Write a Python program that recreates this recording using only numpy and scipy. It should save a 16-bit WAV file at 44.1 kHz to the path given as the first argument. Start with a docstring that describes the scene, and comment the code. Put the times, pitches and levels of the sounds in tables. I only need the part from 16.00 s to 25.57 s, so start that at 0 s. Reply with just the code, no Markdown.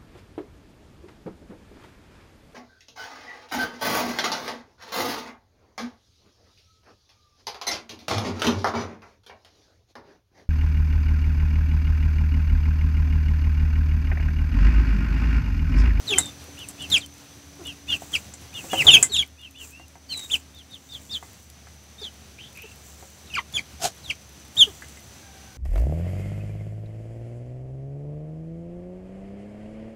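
"""A soft wash of yard noise and far motors, and almost at once chicks whining, clucking and cheeping.
Young chickens and a duck crowd round a metal feed bowl on bare ground, a couple of metres away.
Air forced through the syrinx, a bird's voice box, makes the calls, often on both its sides at once.
Beaks ring the bowl and crack feed, feet stir dry litter, the bowl tips and knocks back, a bird sneezes.
An expander turns quiet moments down, so the yard noise swells round each loud sound."""
import sys
import numpy as np
from scipy import signal
from scipy.fft import rfft, irfft, next_fast_len
from scipy.io import wavfile
from scipy.ndimage import uniform_filter1d, minimum_filter1d

SR = 44100
rng = np.random.default_rng(int(sys.argv[2]) if len(sys.argv) > 2 else 0)


def transcribe(u):
    """Save the signal u as a 16-bit wav file named by the first command-line argument.

    u: samples, shape (n,) or (channels, n), limited to [-1, 1]; the rate is SR.
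    q: integer samples, one column per channel.
    """
    v = np.clip(np.atleast_2d(u).T, -1, 1)
    q = np.round(v * 32767).astype(np.int16)
    wavfile.write(sys.argv[1], SR, q)


N = 422037
TIME = np.arange(N) / SR
TOP_HZ = 15700  # the treble ends here


def undb(db):
    """Turn decibels into a number to multiply a sound by."""
    return 10 ** (np.asarray(db) / 20)


def unit(x):
    """Scale a sound to an average strength (rms) of 1."""
    return x / np.sqrt(np.mean(x ** 2) + 1e-18)


def clock(length):
    """The time of each sample over a length in seconds."""
    return np.arange(max(int(length * SR), 32)) / SR


def add(out, start, x):
    """Mix x into out from a start time in seconds."""
    i = int(np.clip(start * SR, 0, N - 1))
    out[i:i + len(x)] += x[:N - i]


def noise(t):
    """Fresh white noise, an even hiss, for the times t."""
    return np.random.default_rng(rng.integers(2 ** 31)).standard_normal(len(t))


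def wander(t, rate):
    """A random wobble, about 1 in size, that picks a new value rate times a second."""
    return 1.2 * np.interp(t * rate, np.arange(len(t)), noise(t))


def colour(x, points):
    """Shape the bass and treble of x along points of (frequency [Hz], level [dB])."""
    hz, db = np.transpose(points)
    size = next_fast_len(len(x))
    bin_hz = np.fft.rfftfreq(size, 1 / SR) + 1
    gain = undb(np.interp(np.log(bin_hz), np.log(hz), db))
    return irfft(rfft(x, size) * gain, size)[:len(x)]


def band(x, hz, width_hz):
    """A resonance: let through the part of x near one frequency."""
    hz = min(hz, .45 * SR)
    return signal.lfilter(*signal.iirpeak(hz, hz / min(width_hz, SR / 4), fs=SR), x)


# the tone colour of the outdoor noise: (frequency [Hz], level [dB])
YARD_COLOUR = [(20, -52), (53, -19), (75, -1), (190, -8), (457, -16), (782, -16.5), (945, -20), (4040, -21),
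               (6050, -22.5), (15500, -34)]
# the background dips after the loud cheeps, as the recorder's gain drops, then slowly recovers:
# (time [s], level [dB])
BACKGROUND_LEVEL = [(0, -34.5), (1.3, -38), (2.9, -36), (3.3, -44.5), (4.4, -43), (5.8, -40.5),
                    (9.5, -37.5)]
def yard(hiss_hz=6040, width_hz=440, hiss_db=-10.5):
    """Distant outdoor noise with a thin high hiss."""
    air = unit(colour(noise(TIME), YARD_COLOUR)) * undb(wander(TIME, 14) - 1.5)
    hiss = band(noise(TIME), hiss_hz, width_hz)
    hiss = undb(hiss_db) * unit(band(hiss, hiss_hz, width_hz))
    return (air + hiss) * undb(np.interp(TIME, *np.transpose(BACKGROUND_LEVEL)))


# motor hums: (time [s], length [s], first pitch [Hz], last pitch [Hz], level [dB])
MOTOR_HUMS = [(0, 9.57, 78.5, 70.02, -46), (0, 2.2, 285.5, 284.7, -45.5), (2.25, 2.98, 270, 270.2, -53.5),
              (4.8, 4.9, 214, 214.5, -59)]
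def motors(fade_s=.13):
    """Far motors come and go, each a low tone that holds or slowly sinks."""
    out = np.zeros(N)
    for start, length, from_hz, to_hz, db in MOTOR_HUMS:
        t = clock(length)
        hz = np.linspace(from_hz, to_hz, len(t)) + wander(t, 10) / 2
        tone = unit(np.sin(2 * np.pi * np.cumsum(hz) / SR))
        fades = np.clip(np.minimum(t, t[-1] - t) / fade_s, 0, 1)
        add(out, start, tone * fades * undb(db + 2 * wander(t, 13)))
    return out


# how well a chick's throat passes overtones and breath: (frequency [Hz], level [dB])
THROAT_COLOUR = [(2000, -3.5), (3000, -3.5), (3900, -19), (4700, -10), (5900, -23.5), (7100, -11.5),
                 (8200, -20), (9300, -25.5), (10500, -18), (15000, -39)]
def voice(contour, jitter, overtone_db, flutter_db=3, rasp_db=-21, air_db=-32, drift=.00754):
    """One side of the syrinx whistles along rows of (time [s], pitch [Hz], level [dB])."""
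    times, pitch, db = np.transpose(contour)
    times = np.maximum.accumulate(times) - times[0]
    t = clock(times[-1])
    # jitter shakes the pitch quickly, drift bends it slowly
    hz = np.interp(t, times, pitch) * (1 + jitter * wander(t, 798) + drift * wander(t, 25))
    phase = 2 * np.pi * np.cumsum(hz) / SR
    overtones = np.zeros(len(t))  # tones at 2, 3 and 4 times the pitch
    for k in range(2, 5):
        throat_gain = undb(np.interp(k * hz, *np.transpose(THROAT_COLOUR)))
        overtones += throat_gain * (k * hz < TOP_HZ) * np.sin(k * phase) * 2 / k
    # strong and weak vibrations take turns now and then, adding a faint tone at half the pitch
    uneven = 1 + undb(-34) * 2 * np.sin(phase / 2) * wander(t, 20)
    tone = unit(uneven * np.sin(phase) + undb(overtone_db) * overtones)
    # air forced past the vibrating membrane roughens the tone and hisses through the open beak
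    rasp = 1 + undb(rasp_db) * wander(t, 2500)
    breath = undb(air_db) * unit(colour(noise(t), THROAT_COLOUR) + noise(t) / 10)
    fades = np.clip(np.minimum(t, t[-1] - t) / .0028, 0, 1)
    loudness = undb(np.interp(t, times, db) + flutter_db * wander(t, 220))
    return (tone * rasp + breath) * fades * loudness


def arch(share, peak_share, swell_db, fade_db):
    """A call swells to 0 dB, then fades, as share runs from 0 (its start) to 1 (its end)."""
    return np.interp(share, [0, np.clip(peak_share, .05, .95), 1], [-swell_db, 0, -fade_db])


def slide(start, length, from_hz, to_hz, db, settle_share=.3):
    """The path of a whine: loudest early, it fades while the pitch relaxes towards a held note."""
    share = np.linspace(0, 1, 24)
    hz = to_hz + (from_hz - to_hz) * np.exp(-share / settle_share)
    level_db = db + arch(share, peak_share=.19, swell_db=8, fade_db=9)
    return np.transpose([start + share * length, hz, level_db])


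# three kinds of sliding note: (time [s], length [s], first pitch [Hz], held pitch [Hz], level [dB])
THIN_WHINES = [(0.069, 0.12, 4400, 3017, -24.5), (0.184, 0.028, 3114, 4050, -31),
               (0.203, 0.099, 4100, 3530, -32.5), (0.901, 0.028, 4600, 3950, -31),
               (1.003, 0.049, 4900, 2950, -31), (3.092, 0.062, 4540, 4060, -37),
               (3.71, 0.14, 2405, 2790, -42), (4.089, 0.18, 4654, 3677, -28.5),
               (7.269, 0.04, 4170, 3550, -41.5), (7.299, 0.045, 2890, 2510, -34.5),
               (8.036, 0.1, 4390, 3080, -37.5)]
RISING_WHIMPER = [(6.38, 0.11, 2205, 3360, -35), (6.55, .177, 2440, 2734, -36.5)]
FAR_FOWL = (9.21, .4, 810, 765, -43)
def whines():
    """Thin drawn-out notes, a hoarse rising whimper and one sagging call from a far fowl."""
    out = np.zeros(N)
    for call in THIN_WHINES:
        add(out, call[0], voice(slide(*call), jitter=.014, overtone_db=0))
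    for call in RISING_WHIMPER:
        add(out, call[0], voice(slide(*call), jitter=.06, overtone_db=-17, rasp_db=-14))
    far_call = voice(slide(*FAR_FOWL), jitter=.02, overtone_db=2)
    add(out, FAR_FOWL[0], band(far_call, hz=1120, width_hz=900))
    return out


# soft low clucks: (time [s], length [s], pitch [Hz], level [dB])
SOFT_CLUCKS = [(0.095, 0.079, 410, -32.5), (1.589, 0.046, 365, -38.5), (3.09, 0.029, 433, -37),
               (6.012, 0.021, 441, -36.5), (6.632, 0.0325, 448, -40.5), (8.665, 0.041, 408, -33.5)]
def clucks(sag=.89):
    """Short notes, made with the beak closed, that sink a little."""
    out = np.zeros(N)
    for start, length, hz, db in SOFT_CLUCKS:
        contour = [(start, hz / sag, db - 9.5),
                   (start + length / 3, hz, db),
                   (start + length, hz * sag, db - 2)]
        add(out, start, voice(contour, jitter=.033, overtone_db=-7.5))
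    return out


def fall(start, length, from_hz, to_hz, bow, scoop, db, peak_share, scoop_s=.018, swell_db_per_s=400):
    """The path of a cheep: the pitch may scoop up into the note, then falls as the membrane slackens."""
    share = np.linspace(0, 1, 24)
    falling_hz = from_hz + (to_hz - from_hz) * share ** bow
    scoop_up = 1 - scoop * np.maximum(1 - share * length / scoop_s, 0)
    level_db = db + arch(share, peak_share, swell_db_per_s * peak_share * length, fade_db=10)
    return np.transpose([start + share * length, falling_hz * scoop_up, level_db])


# falling cheeps: (time [s], length [s], top pitch [Hz], last pitch [Hz], bow [1 straight, more drops
# later], scoop [0-1], level [dB], loudest point [0-1 of the length], roughness [0-1], overtones [dB])
# Rows that overlap are two voices at once; back-to-back rows are a voice breaking to a lower note.
FALLING_CHEEPS = [ (0.103, 0.046, 3360, 2230, 1.16, 0.07, -23.5, 0.82, 0.8, -6),
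                  (0.915, 0.065, 3800, 2153, 1.49, 0.02, -14.5, 0.47, 0.77, 0.5),
                  (2.128, 0.044, 3510, 2100, 1.22, 0, -20.5, 0.71, 0.94, 3),
                  (2.755, 0.074, 3040, 1855, 3.3, 0.17, -15.5, 0.62, 0.56, -4),
                  (2.867, 0.048, 3700, 2704, 0.79, 0, -4, 0.46, 0.61, -6),
                  (2.905, .057, 3720, 2956, 1.53, 0.03, -4, .88, 0.68, 5.5),
                  (2.908, 0.05, 3203, 2215, 1.1, 0, -17.5, 0.57, 0.8, -6),
                  (2.96, .022, 2904, 2477, .5, 0.01, -14, .55, .8, -10),
                  (3.118, 0.056, 3806, 2525, 2.2, 0, -19.5, 0.37, 0.4, 5.5),
                  (3.148, 0.081, 3980, 2986, 1.02, 0, -17.5, 0.48, 0.78, -1.5),
                  (3.22, 0.024, 2700, 2070, 0.69, 0, -29, .3, 0.8, -6),
                  (4.093, 0.056, 3130, 2010, 2.7, 0, -30, 0.41, 0.6, 5),
                  (4.297, .064, 3730, 2440, 1.7, 0.4, -18, 0.72, 0.6, 1),
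                  (7.337, 0.029, 3110, 2047, 1.1, 0, -24, 0.82, 0.9, 1),
                  (7.364, 0.035, 1672, 847, .8, 0, -21, 0.8, 0.87, 2),
                  (7.537, 0.039, 3530, 2990, 3.6, 0.01, -17.5, 0.89, 0.2, 3),
                  (7.575, 0.025, 2730, 2100, 0.55, 0, -19, .55, 0.86, -1),
                  (8.098, 0.018, 3290, 2030, 0.84, 0.02, -19.5, 0.58, .5, -0.5),
                  (8.566, 0.074, 3950, 2847, 1.45, 0.24, -6.5, 0.73, 0.23, -2.5), ]
def cheeps():
    """The loud calls of squabbling chicks; the rough ones shake in pitch and level, rasp and hiss."""
    out = np.zeros(N)
    for *call, rough, overtone_db in FALLING_CHEEPS:
        rough_db = 20 * np.log10(np.clip(rough, .1, 1))
        cheep = voice(fall(*call), jitter=.027 * rough, overtone_db=overtone_db,
                      flutter_db=4 * rough, rasp_db=rough_db - 20, air_db=rough_db - 33)
        add(out, call[0], cheep)
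    return out


# the tones the metal bowl rings with: (pitch [Hz], level [dB], time to fade by 60 dB [s])
BOWL_TONES = [(324, -2.5, 0.27), (537, -7, .25), (740, -4.5, 0.1), (797, -3.5, 0.1), (932, -8.5, .1),
              (1560, -7.5, 0.15), (1672, -7.5, 0.059), (2060, -4.5, .14), (7070, -2, 0.1), (7440, -2, .11),
              (7640, 2, 0.09), (7900, -2, .1), (9023, -9, 0.11), (10760, -5, 0.024)]
# the tone colour of a hit's crack and tail: (frequency [Hz], level [dB])
CRACK_COLOUR = [(150, 6.5), (800, -10), (2000, -10), (4000, -22.5), (6000, -17), (7500, 0), (9500, -8),
                (15500, -25)]
def blow(contact_hz, crack_db=10, crack_s=.021, tail_db=-3, tail_s=.1, detune=.006):
    """One hit on the bowl: ringing tones, a crack and a noisy tail; harder contact sounds brighter."""
    t = clock(.3)
    ring = np.zeros(len(t))
    for hz, db, fade_s in BOWL_TONES:
        pitch = hz * (1 + detune * rng.uniform(-1.1, 1))
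        ring += undb(db - 60 * t / fade_s) * np.sin(2 * np.pi * pitch * t) * rng.choice([-1, 1])
    clatter = unit(colour(noise(t), CRACK_COLOUR))
    clatter *= undb(crack_db - 60 * t / crack_s) + undb(tail_db - 60 * t / tail_s)
    hit = band(ring / 2 + clatter, contact_hz, width_hz=.44 * contact_hz)
    return hit / np.abs(hit).max()


# hits on the bowl: (time [s], peak level [dB], favoured frequency [Hz])
BOWL_HITS = [(0.179, -15, 1240), (0.1845, -0.5, 8050), (0.258, -18.5, 7500), (0.485, -28, 602),
             (0.6873, -14, 10800), (.822, -24.5, 9000), (0.9799, -17, 8000), (1.6691, -25, 11020),
             (2.021, -20, 674), (2.338, -20.5, 4900), (2.642, -23, 499), (2.7317, -11, 674),
             (2.876, -15.5, 1000), (3.0276, 5.5, 7300), (3.029, -14, 1700), (3.797, -27, 910),
             (3.955, -28, 830), (4.1744, -21.5, 9000), (4.193, -20.5, 3940), (5.227, -21.5, 1100),
             (5.67, -29, 1388), (7.025, -30, 650), (8.822, -21, 1690), (8.845, -28, 3160),
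             (8.972, -28, 2400)]
def bowl():
    """Beak tips strike the bowl (high sounds), and the bowl knocks on the ground (low sounds)."""
    out = np.zeros(N)
    for start, db, contact_hz in BOWL_HITS:
        add(out, start, undb(db) * blow(contact_hz))
    return out


# each chick's peep, lower voice then upper: (point [0-1 of the length], pitch [Hz], level [dB])
MELLOW_VOICES = [
    [(0, 2350, -18.5), (.2, 2930, -8), (.42, 2950, -3.5), (.65, 2830, -3.5), (1, 2480, -17)],
    [(.1, 3420, -19), (.3, 3510, -9), (.65, 3050, -4), (1, 2400, -13)],
]
SHRILL_VOICES = [
    [(0, 3502, -15), (.22, 3728, -8.5), (.6, 3424, -7), (1, 2950, -12)],
    [(.15, 5735, -21.5), (.45, 4400, -11), (.66, 3490, 1), (1, 2880, -12)],
]
# when each chick peeps: (time [s], length [s], level [dB])
MELLOW_TIMES = [(.568, .088, -31), (.778, 0.099, -30.5), (1.637, 0.098, -31), (1.872, 0.096, -22.5),
                (2.528, 0.091, -29), (2.685, .1, -29), (3.372, 0.12, -35), (3.54, .115, -35)]
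SHRILL_TIMES = [(4.538, 0.085, -38), (4.696, 0.079, -35.5), (4.888, 0.096, -30.5), (5.094, .089, -24),
                (5.98, 0.11, -29)]
def peeps(detune=.015):
    """Two chicks repeat their peeps, never quite in tune; each one's two voices close in and throb."""
    out = np.zeros(N)
    for rows, voices in [(MELLOW_TIMES, MELLOW_VOICES), (SHRILL_TIMES, SHRILL_VOICES)]:
        for start, length, level_db in rows:
            for shape in voices:
                tuning = 1 + detune * rng.uniform(-1, 1)
                contour = [(start + share * length, hz * tuning, level_db + db)
                           for share, hz, db in shape]
                add(out, contour[0][0], voice(contour, jitter=.013, overtone_db=-6.5, drift=.01))
    return out


def tick(hardness, fade_s=.014):
    """A tiny dry snap, brighter for a harder grain."""
    t = clock(.05)
    return band(noise(t) * undb(-60 * t / fade_s), hz=4000 + 10000 * hardness, width_hz=5600)


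# clear snaps of a beak on feed: (time [s], peak level [dB])
BEAK_SNAPS = [(.5907, -25), (.901, -22), (1.061, -23), (5.5002, -25), (7.526, -25), (8.811, -29),
              (8.885, -25)]
def crumbs(faint_count=120):
    """Beaks snap shut and grains of feed crack: a few clear ticks among many faint, random ones."""
    out = np.zeros(N)
    for start, db in BEAK_SNAPS:
        snap = tick(hardness=.27)
        add(out, start, undb(db) * snap / np.abs(snap).max())
    for when, size, hardness in rng.random((faint_count, 3)):
        db = -38 - 4.5 * np.log(1 - .95 * size)
        add(out, when * N / SR, tick(hardness) * undb(db))
    return out


# flurries of rustling: (time [s], length [s], level [dB])
LITTER_RUSTLES = [(1.851, 0.49, -40.5), (2.5, 0.63, -35.5), (3.573, 0.17, -37.5), (4.074, 0.37, -38),
                  (4.679, 0.91, -45.5), (6.502, 0.83, -45), (8.35, 1, -45.5)]
def litter(grain_db=2.5, flurry_db=1.9):
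    """Dry leaves and feed crackle as feet and beaks stir them."""
    out = np.zeros(N)
    for start, length, db in LITTER_RUSTLES:
        t = clock(length)
        grains = noise(t) * undb(grain_db * wander(t, 980) + flurry_db * wander(t, 35))
        crackle = colour(grains, [(300, -6), (1500, -11), (5000, -15),
                                  (7400, 0), (10000, -15), (15000, -12)])
        add(out, start, unit(crackle) * undb(db) * np.sin(np.pi * t / t[-1]))
    return out


# the tone colour of the bowl on soil: (frequency [Hz], level [dB])
SCRAPE_COLOUR = [(40, -17), (85, 0.5), (200, -9), (880, -14.5), (2000, -31.5)]
def scrape(start=2.76, length=.28, db=-32, judder_db=4.5):
    """The tipped bowl grinds and rocks on the soil: uneven low thuds with a rasp from its rim."""
    out, t = np.zeros(N), clock(length)
    contact = noise(t) * undb(judder_db * wander(t, 90))
    swell = np.sqrt(np.abs(np.sin(np.pi * t / t[-1])))
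    add(out, start, undb(db) * unit(colour(contact, SCRAPE_COLOUR)) * swell)
    return out


# the tone colour of a sneeze: (frequency [Hz], level [dB])
SNEEZE_COLOUR = [(100, -11), (520, -8), (690, 5.5), (790, 5), (1000, -11.5), (1450, -7), (1900, -17),
                 (2800, -8.5), (6900, -6), (8800, -13), (14000, -21), (16000, -31)]
def sneeze(start=7.797, length=.11, db=-20):
    """A bird blows feed from its nostrils: a fluttering burst of air, shaped by the throat."""
    out, t = np.zeros(N), clock(length)
    swell_db = np.interp(t / t[-1], [0, 1 / 4, 1 / 2, 1], [-23, -7, 0, -23])
    air = unit(colour(noise(t), SNEEZE_COLOUR))
    add(out, start, air * undb(db + swell_db + 2 * wander(t, 409)))
    return out


def echoes(x, near_db=-9, near_fade_s=.1, far_db=-27, far_fade_s=.35):
    """Ground, stems and leaves scatter a strong short echo; the trees beyond add a faint long one."""
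    t = clock(.4)
    near = unit(noise(t) * undb(-60 * t / near_fade_s) * (t > .002))
    far = unit(noise(t) * undb(-60 * t / far_fade_s) * (t > .02))
    echo = (undb(near_db) * near + undb(far_db) * far) / np.sqrt(len(t))
    return x + signal.fftconvolve(x, echo)[:N]


def scene():
    """Birds and bowl echo among the plants, over the yard noise and motors."""
    birds = cheeps() + whines() + peeps() + clucks() + sneeze()
    nearby = birds + bowl() + scrape() + litter() + crumbs()
    return (echoes(nearby) + yard() + motors())[None]


def record(dry, cut_db=-9, shut_db=-36, open_db=-20, window_s=.05):
    """An expander turns quiet stretches down, a fast limiter holds peaks back, the top treble is cut."""
    power = uniform_filter1d(dry ** 2, int(window_s * SR), axis=-1)
    level_db = 10 * np.log10(np.abs(power) + 1e-12)
    opening = np.clip((level_db - shut_db) / (open_db - shut_db), 0, 1)
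    expanded = dry * undb(cut_db * (1 - opening))
    safe_gain = minimum_filter1d(1 / np.maximum(np.abs(expanded), 1), size=61, axis=-1)
    limited = expanded * uniform_filter1d(safe_gain, size=61, axis=-1)
    return signal.sosfilt(signal.ellip(10, .2, 70, TOP_HZ, fs=SR, output="sos"), limited)


dry = scene()
out = record(dry)
transcribe(out)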